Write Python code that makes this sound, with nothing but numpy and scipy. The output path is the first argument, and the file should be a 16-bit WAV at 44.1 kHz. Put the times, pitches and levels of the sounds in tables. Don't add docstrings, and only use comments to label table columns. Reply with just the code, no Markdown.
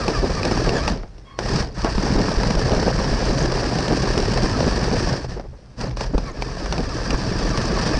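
import sys
import numpy as np
from scipy import signal
from scipy.fft import rfft, irfft, next_fast_len
from scipy.io import wavfile
from scipy.ndimage import uniform_filter1d, map_coordinates

SR = 44100
rng = np.random.default_rng(int(sys.argv[2]) if len(sys.argv) > 2 else 0)


def unload_audio(sound):
    columns = np.transpose(np.atleast_2d(sound))
    steps = np.round(np.clip(columns, -1, 1) * 32767)
    wavfile.write(sys.argv[1], SR, steps.astype(np.int16))


N = 352359

# on t/s, off t/s, whir start level/dB, whir end level/dB, rattle over whir/dB
THROTTLE_PUSHES = [(-.2, 0.42, -32, -35, 6.5), (0.338, 0.906, -32.5, -33, 8.5),
                   (1.363, 1.605, -31.5, -29, 5.5), (1.724, 1.954, -31.5, -34, 4),
                   (1.907, 5.139, -32, -31.5, 8.5), (5.08, 5.245, -28.5, -41.5, 5.5),
                   (5.262, 5.342, -31, -42.5, 8), (5.756, 5.831, -34.5, -30.5, 5.5),
                   (5.951, 6.032, -28, -31.5, 3.5), (6.076, 6.3, -46, -42.5, 9), (6.285, 8, -43, -31, 7.5)]
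# from t/s, to t/s
LOADED_SPANS = [(0, 0.93), (6.2, 8)]
# middle t/s, tooth tone f/Hz, level/dB
GEAR_SQUEALS = [(0.015, 1197, -32.5), (0.155, 1229, -32.5), (0.39, 1173, -30), (0.566, 1230, -38.5),
                (0.775, 1670, -30.5), (0.855, 1197, -37.5), (6.283, 1110, -35), (7.135, 1147, -36.5),
                (7.545, 1134, -33), (7.77, 1114, -32)]
# harmonic number, relative level/dB
SQUEAL_PARTIALS = [(1, 4.5), (2, -6), (4, -8.5)]
# harmonic number, relative level/dB
WHINE_PARTIALS = [(1, 1.5), (2, -14), (3, -3), (4, -10)]
# t/s, relative crack level/dB, relative thud level/dB, ring level/dB
CLEAT_SLAPS = [(0.0806, -11, -21, -17), (0.4316, -14, -22, -17), (0.4519, -9, -22, -21),
               (0.5124, -18, -16, -22), (0.5752, -26, -20, -33), (0.6927, -8.5, -29, -14.5),
               (0.8785, -10, -21, -11.5), (1.034, -47, -32.5, -47), (1.182, -36, -50, -60),
               (1.3895, -12, -18.5, -23), (1.846, -16, -14.5, -19.5), (1.9808, -19.5, -18, -31),
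               (2.4329, -16, -16.5, -31), (2.5938, -14.5, -23.5, -33), (2.7187, -15, -19, -21),
               (2.8284, -21, -17, -32), (3.0014, -21, -27, -36), (3.7865, -16, -19.5, -24),
               (4.1779, -9, -25, -18.5), (4.3749, -19, -20, -22), (4.6047, -12, -21, -37),
               (4.6296, -17, -17.5, -31), (4.914, -22, -26, -30), (4.9672, -19, -19.5, -30),
               (5.3972, -32, -25.5, -44), (5.812, -22, -27, -36), (5.9108, -28, -41, -50),
               (5.9708, -18.5, -38, -36), (6.0088, -16.5, -24, -21), (6.1798, -16, -17.5, -35),
               (6.4227, -15, -28, -15), (6.659, -24, -24.5, -32), (6.725, -11, -24, -23),
               (6.7807, -16, -31, -20), (7.106, -18, -31, -12.5), (7.5752, -10.5, -34, -23)]
# f/Hz, relative level/dB, t60/s
CLEAT_MODES = [(2510, -1, 0.024), (2726, 1, 0.018), (4600, -3.5, 0.022), (5400, -15, 0.018)]
# middle t/s, length/s, rms level/dB, boom f/Hz
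CRUST_BREAKS = [(0.093, 0.052, -23.5, 397), (0.245, 0.044, -20, 222), (0.304, 0.022, -24.5, 230),
                (0.47, 0.07, -26, 380), (0.677, 0.043, -21.5, 400), (0.746, .09, -23, 400),
                (1.875, .06, -27, 1130), (2.201, 0.067, -20.5, 258), (2.736, 0.07, -22.5, 400),
                (2.877, 0.037, -18.5, 367), (3.92, 0.044, -19.5, 350), (4.442, 0.043, -23, 310),
                (4.674, 0.043, -19.5, 340), (4.939, 0.031, -21, 330), (5.248, 0.02, -31.5, 620),
                (5.375, 0.037, -32.5, 448), (5.452, .05, -42, 495), (5.542, 0.035, -46.5, 550),
                (6.147, 0.03, -20, 250), (6.794, 0.054, -24.5, 300), (7.134, .035, -25, 250)]
# middle t/s, level/dB
SHELL_SWELLS = [(5.272, -27.5), (5.891, -26.5)]
# t/s, relative level/dB
HULL_DROPS = [(1.955, -19), (2.158, -20), (2.373, -18.5), (2.566, -20), (2.767, -20), (3.115, -19.5),
              (3.298, -23), (4.438, -20), (5.529, -38), (6.15, -17.5), (7.14, -19), (7.946, -19)]
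# f/Hz, level/dB
GEARBOX_EQ = [(500, -28.5), (950, 5.5), (1400, -3), (1650, 5.5), (1840, 4.5), (2050, -9.5), (2550, -4),
              (3500, -9.5), (4100, -5.5), (4550, 1.5), (5650, -1), (6700, -15), (8700, -18), (9800, -30),
              (10700, -51.5)]
# f/Hz, level/dB
CHASSIS_EQ = [(60, -26), (170, 3.5), (280, -4.5), (450, -2), (700, -6.5), (1100, -13.5), (1800, -19),
              (2200, -20.5), (3500, -31), (5300, -25.5), (6800, -37.5), (11000, -67)]
# f/Hz, level/dB
SLAP_EQ = [(100, -5), (400, 3.5), (800, 7), (1700, -8), (2200, -4), (3600, -5.5), (4600, -2), (5800, -0.5),
           (6600, -17), (9500, -21.5), (12000, -65)]
# f/Hz, level/dB
ROCKING_EQ = [(10, -35), (25, 2.5), (42, 10), (65, 3), (100, -5.5), (250, -72.5)]
# f/Hz, level/dB
AIR_EQ = [(25, -11), (130, -8), (400, -17), (1200, -28), (3700, -36), (5300, -34), (6500, -42), (9500, -46),
          (11500, -71)]


def gears(whir_db):
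    t = np.arange(N) / SR
    loaded = sum(1. * (t >= start) * (t < end) for start, end in LOADED_SPANS)
    tone_gain = amp(-3.5) * np.maximum(uniform_filter1d(loaded, size=4000), .5)
    teeth = mesh(mesh_hz=1223, lurch_hz=9.5, lurch=0.085)
    teeth += 0.5 * mesh(mesh_hz=1690, lurch_hz=11, lurch=0.07)
    chatter = unit(impacts(rate=3500, scatter_db=4.5)) * amp(2.28 * wobble(130))
    whir = unit(coloured(chatter, GEARBOX_EQ)) + tone_gain * unit(coloured(teeth, GEARBOX_EQ))
    return amp(whir_db + 0.28 * wobble(16)) * whir


def mesh(mesh_hz, lurch_hz, lurch, bite_db=2.5):
    sprocket = 2 * np.pi * np.cumsum(lurch_hz * (1 + .35 * wobble(6))) / SR
    backlash = .009 * wobble(500)
    speed = 1 + lurch * np.sin(sprocket) + .02 * wobble(7) + backlash
    phase = 2 * np.pi * np.cumsum(mesh_hz * speed) / SR
    tone = sum(amp(4 * wobble(35)) * np.sin(k * phase) / np.sqrt(k) for k in range(1, 6))
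    return unit(amp(-bite_db * np.cos(sprocket)) * tone)


def squeals(length_s, sag):
    out, t = np.zeros(N), np.arange(round(length_s * SR)) / SR
    jitter = lambda: unit(uniform_filter1d(rng.standard_normal(len(t)), size=70))
    for s, hz, db in GEAR_SQUEALS:
        backlash, rasp = .019 * jitter(), 1 + .4 * jitter()
        phase = 2 * np.pi * np.cumsum(hz * (1 - sag * (t / length_s - .5) + backlash)) / SR
        tone = unit(rasp * sum(amp(level) * np.sin(round(k) * phase) for k, level in SQUEAL_PARTIALS))
        add(out, s - length_s / 2, amp(db) * tone * np.sin(np.pi * t / length_s))
    return out


def throttle():
    pushes = np.array(THROTTLE_PUSHES)
    whir_db, rattle_over_db = pushes[:, 2:4], pushes[:, 4:]
    rocking_db = -25 + 0.5 * (whir_db + 33)
    return (spin_and_coast(whir_db, coast_db_per_s=275, rest_db=-63.5),
            spin_and_coast(whir_db + rattle_over_db, coast_db_per_s=140, rest_db=-52.5),
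            spin_and_coast(rocking_db, coast_db_per_s=68, rest_db=-41.5))


def spin_and_coast(levels_db, coast_db_per_s, rest_db, spin_up_s=0.041):
    t = np.arange(N) / SR
    gain = np.zeros(N)
    for (on, off, *_), ends_db in zip(THROTTLE_PUSHES, levels_db):
        speed = 1 - np.exp(-np.maximum(t - on, 0) / spin_up_s)
        ramp = np.interp(t, [on, off], amp(ends_db))
        coast = amp(-coast_db_per_s * np.maximum(t - off, 0))
        gain = np.maximum(gain, ramp * speed ** 2 * coast)
    return 20 * np.log10(np.hypot(gain, amp(rest_db)))


def tracks(rattle_db):
    decay = np.exp(-np.arange(SR // 20) / SR / 0.0071)
    contacts = impacts(rate=110, scatter_db=2.5)
    flurries = np.sqrt(np.abs(signal.fftconvolve(contacts ** 2, decay)[:N]))
    rattle = unit(coloured(flurries * rng.standard_normal(N), CHASSIS_EQ))
    chassis = unit(rattle + .95 * knocks(rate=75, centre_hz=313.8, spread=0.555, cycles=1.94))
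    ticks = unit(coloured(impacts(rate=26, scatter_db=4.0), SLAP_EQ))
    pins = knocks(rate=140, centre_hz=5210, spread=0.089, cycles=12)
    return amp(rattle_db + 0.5 + wobble(22)) * (chassis + amp(-18.5) * ticks + amp(-17) * pins)


def knocks(rate, centre_hz, spread, cycles):
    out, t = np.zeros(N), np.arange(SR // 20) / SR
    for k, (place, pitch, size) in enumerate(rng.standard_normal((int(N / SR * rate), 3))):
        turns = centre_hz * np.exp(spread * pitch) * t
        ring = np.sin(2 * np.pi * turns) * np.exp(-turns / cycles) * (1 - np.exp(-2 * turns))
        onset_s = min((k + place / 2) / rate, (N - 1) / SR)
        add(out, onset_s, amp(7.6 * np.tanh(size / 2)) * ring)
    return unit(out)


def cleat_slaps():
    out, t = np.zeros(N), np.arange(SR // 8) / SR
    peak = lambda x: x / np.abs(x).max()
    fade = lambda t60: amp(-60 * t / t60)
    for s, crack_db, thud_db, ring_db in CLEAT_SLAPS:
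        thud_hz = 673 * np.exp(0.36 * rng.standard_normal())
        contact = rng.standard_normal(len(t)) * (fade(0.022) + 0.19 * fade(0.17))
        contact[0] = 5
        crack = peak(coloured(contact, SLAP_EQ))
        shake = contact + 0.61 * rng.standard_normal(len(t)) * fade(0.068)
        shudder = resonance(coloured(shake, CHASSIS_EQ), thud_hz, width_hz=2000)
        thud = peak(peak(shudder) + 0.23 * np.sin(2 * np.pi * thud_hz * t) * fade(0.029))
        ring = np.zeros(len(t))
        for hz, db, t60 in CLEAT_MODES:
            envelope = amp(db + rng.normal(0, 2.2)) * fade(t60)
            ring += envelope * np.sin(2 * np.pi * hz * rng.normal(1, 0.042) * t)
        add(out, s, amp(crack_db - 1) * crack + amp(thud_db + 6) * thud + amp(ring_db) * peak(ring))
    return out


def crunches(relative_width):
    out = np.zeros(N)
    cracks = coloured(impacts(rate=640, scatter_db=2.5), CHASSIS_EQ)
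    for s, length, db, hz in CRUST_BREAKS:
        span = np.arange(round((s - length / 2) * SR), round((s + length / 2) * SR))
        boom = resonance(cracks[span], hz, relative_width * hz) * np.sqrt(np.hanning(len(span)))
        add(out, s - length / 2, amp(db) * unit(boom))
    return out


def body(rocking_db, rattle_db, shell_hz=124):
    rocking = unit(amp(1.96 * wobble(20)) * coloured(rng.standard_normal(N), ROCKING_EQ))
    shell = amp(0.66 * rattle_db - 14.5) * noise_band(shell_hz, widths_hz=(19.5, 32))
    t = np.arange(SR // 6) / SR
    swell = np.hanning(len(t)) * np.sin(2 * np.pi * shell_hz * t)
    for s, db in SHELL_SWELLS:
        add(shell, s - t[-1] / 2, amp(db) * swell)
    return amp(rocking_db - 0.5) * rocking + shell


def hull_bumps(swing_hz=43, t60=0.14):
    out, t = np.zeros(N), np.arange(SR // 4) / SR
    for s, db in HULL_DROPS:
        add(out, s, amp(db + 10 - 60 * t / t60) * np.sin(2 * np.pi * swing_hz * t))
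    return out


def controller(chop_hz, stall_s, restart_s, attack_s=0.013, fade_db_per_s=34):
    t = np.arange(N) / SR
    duty = np.interp(t, [stall_s, restart_s], [0.21, 0.36])
    phases = [2 * np.pi * chop_hz * detune * t + .3 * wobble(57) for detune in (1, .99)]
    motors = np.zeros((2, N))
    for motor, phase in zip(motors, phases):
        for k, db in WHINE_PARTIALS:
            pulse_weight = np.sin(np.pi * round(k) * duty)
            motor += amp(db + 2.5 * wobble(120)) * pulse_weight * np.sin(round(k) * phase)
    age = np.maximum(t - stall_s, 0)
    envelope = amp(-44.5 - fade_db_per_s * age) * (1 - np.exp(-age / attack_s)) * (t < restart_s)
    buzz = noise_band(1900, widths_hz=(1200, 1200)) * amp(3 * wobble(39))
    shiver = noise_band(chop_hz, widths_hz=(170, 170))
    return envelope * (unit(motors[0] + .5 * motors[1]) + .5 * shiver + amp(-10) * buzz)


def winter_air():
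    return amp(-51) * unit(coloured(rng.standard_normal(N), AIR_EQ))


def amp(db):
    return 10 ** (np.asarray(db) / 20)


def unit(x):
    return x / np.sqrt(np.mean(x ** 2) + 1e-20)


def wobble(rate):
    return map_coordinates(rng.standard_normal(int(N * rate / SR) + 4), [np.arange(N) * rate / SR])


def coloured(x, eq, size=8192):
    hz, db = np.transpose(eq)
    gain = amp(np.interp(np.log(np.fft.rfftfreq(size, 1 / SR) + 1), np.log(hz), db))
    cepstrum = irfft(np.log(gain))
    cepstrum[1:size // 2] *= 2
    cepstrum[size // 2 + 1:] = 0
    return signal.fftconvolve(x, irfft(np.exp(rfft(cepstrum))))[:len(x)]


def resonance(x, hz, width_hz):
    return signal.lfilter(*signal.iirpeak(hz, hz / width_hz, SR), x)


def noise_band(hz, widths_hz):
    return unit(resonance(resonance(rng.standard_normal(N), hz, widths_hz[0]), hz, widths_hz[1]))


def impacts(rate, scatter_db):
    count = int(N / SR * rate)
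    place, size, sign = rng.standard_normal((count, 3)).T
    when = np.round((np.arange(count) + place / 2) * SR / rate).astype(int) % N
    return np.bincount(when, np.sign(sign) * amp(scatter_db * 2 * np.tanh(size / 2)), N)


def add(track, s, sound):
    start = max(round(s * SR), 0)
    track[start:start + len(sound)] += sound[:N - start]


def scene():
    whir_db, rattle_db, rocking_db = throttle()
    drive = gears(whir_db) + squeals(length_s=.065, sag=0.1725)
    drive += controller(chop_hz=1094, stall_s=1.252, restart_s=1.389)
    running_gear = tracks(rattle_db) + cleat_slaps() + crunches(relative_width=1.2)
    air = winter_air()
    return (drive + running_gear + body(rocking_db, rattle_db) + hull_bumps() + air)[None]


def record(dry):
    top_hz = 11400
    size = next_fast_len(N + SR // 2)
    return irfft(rfft(dry, size) * (np.fft.rfftfreq(size, 1 / SR) < top_hz), size)[:, :N]


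dry = scene()
out = record(dry)
unload_audio(out)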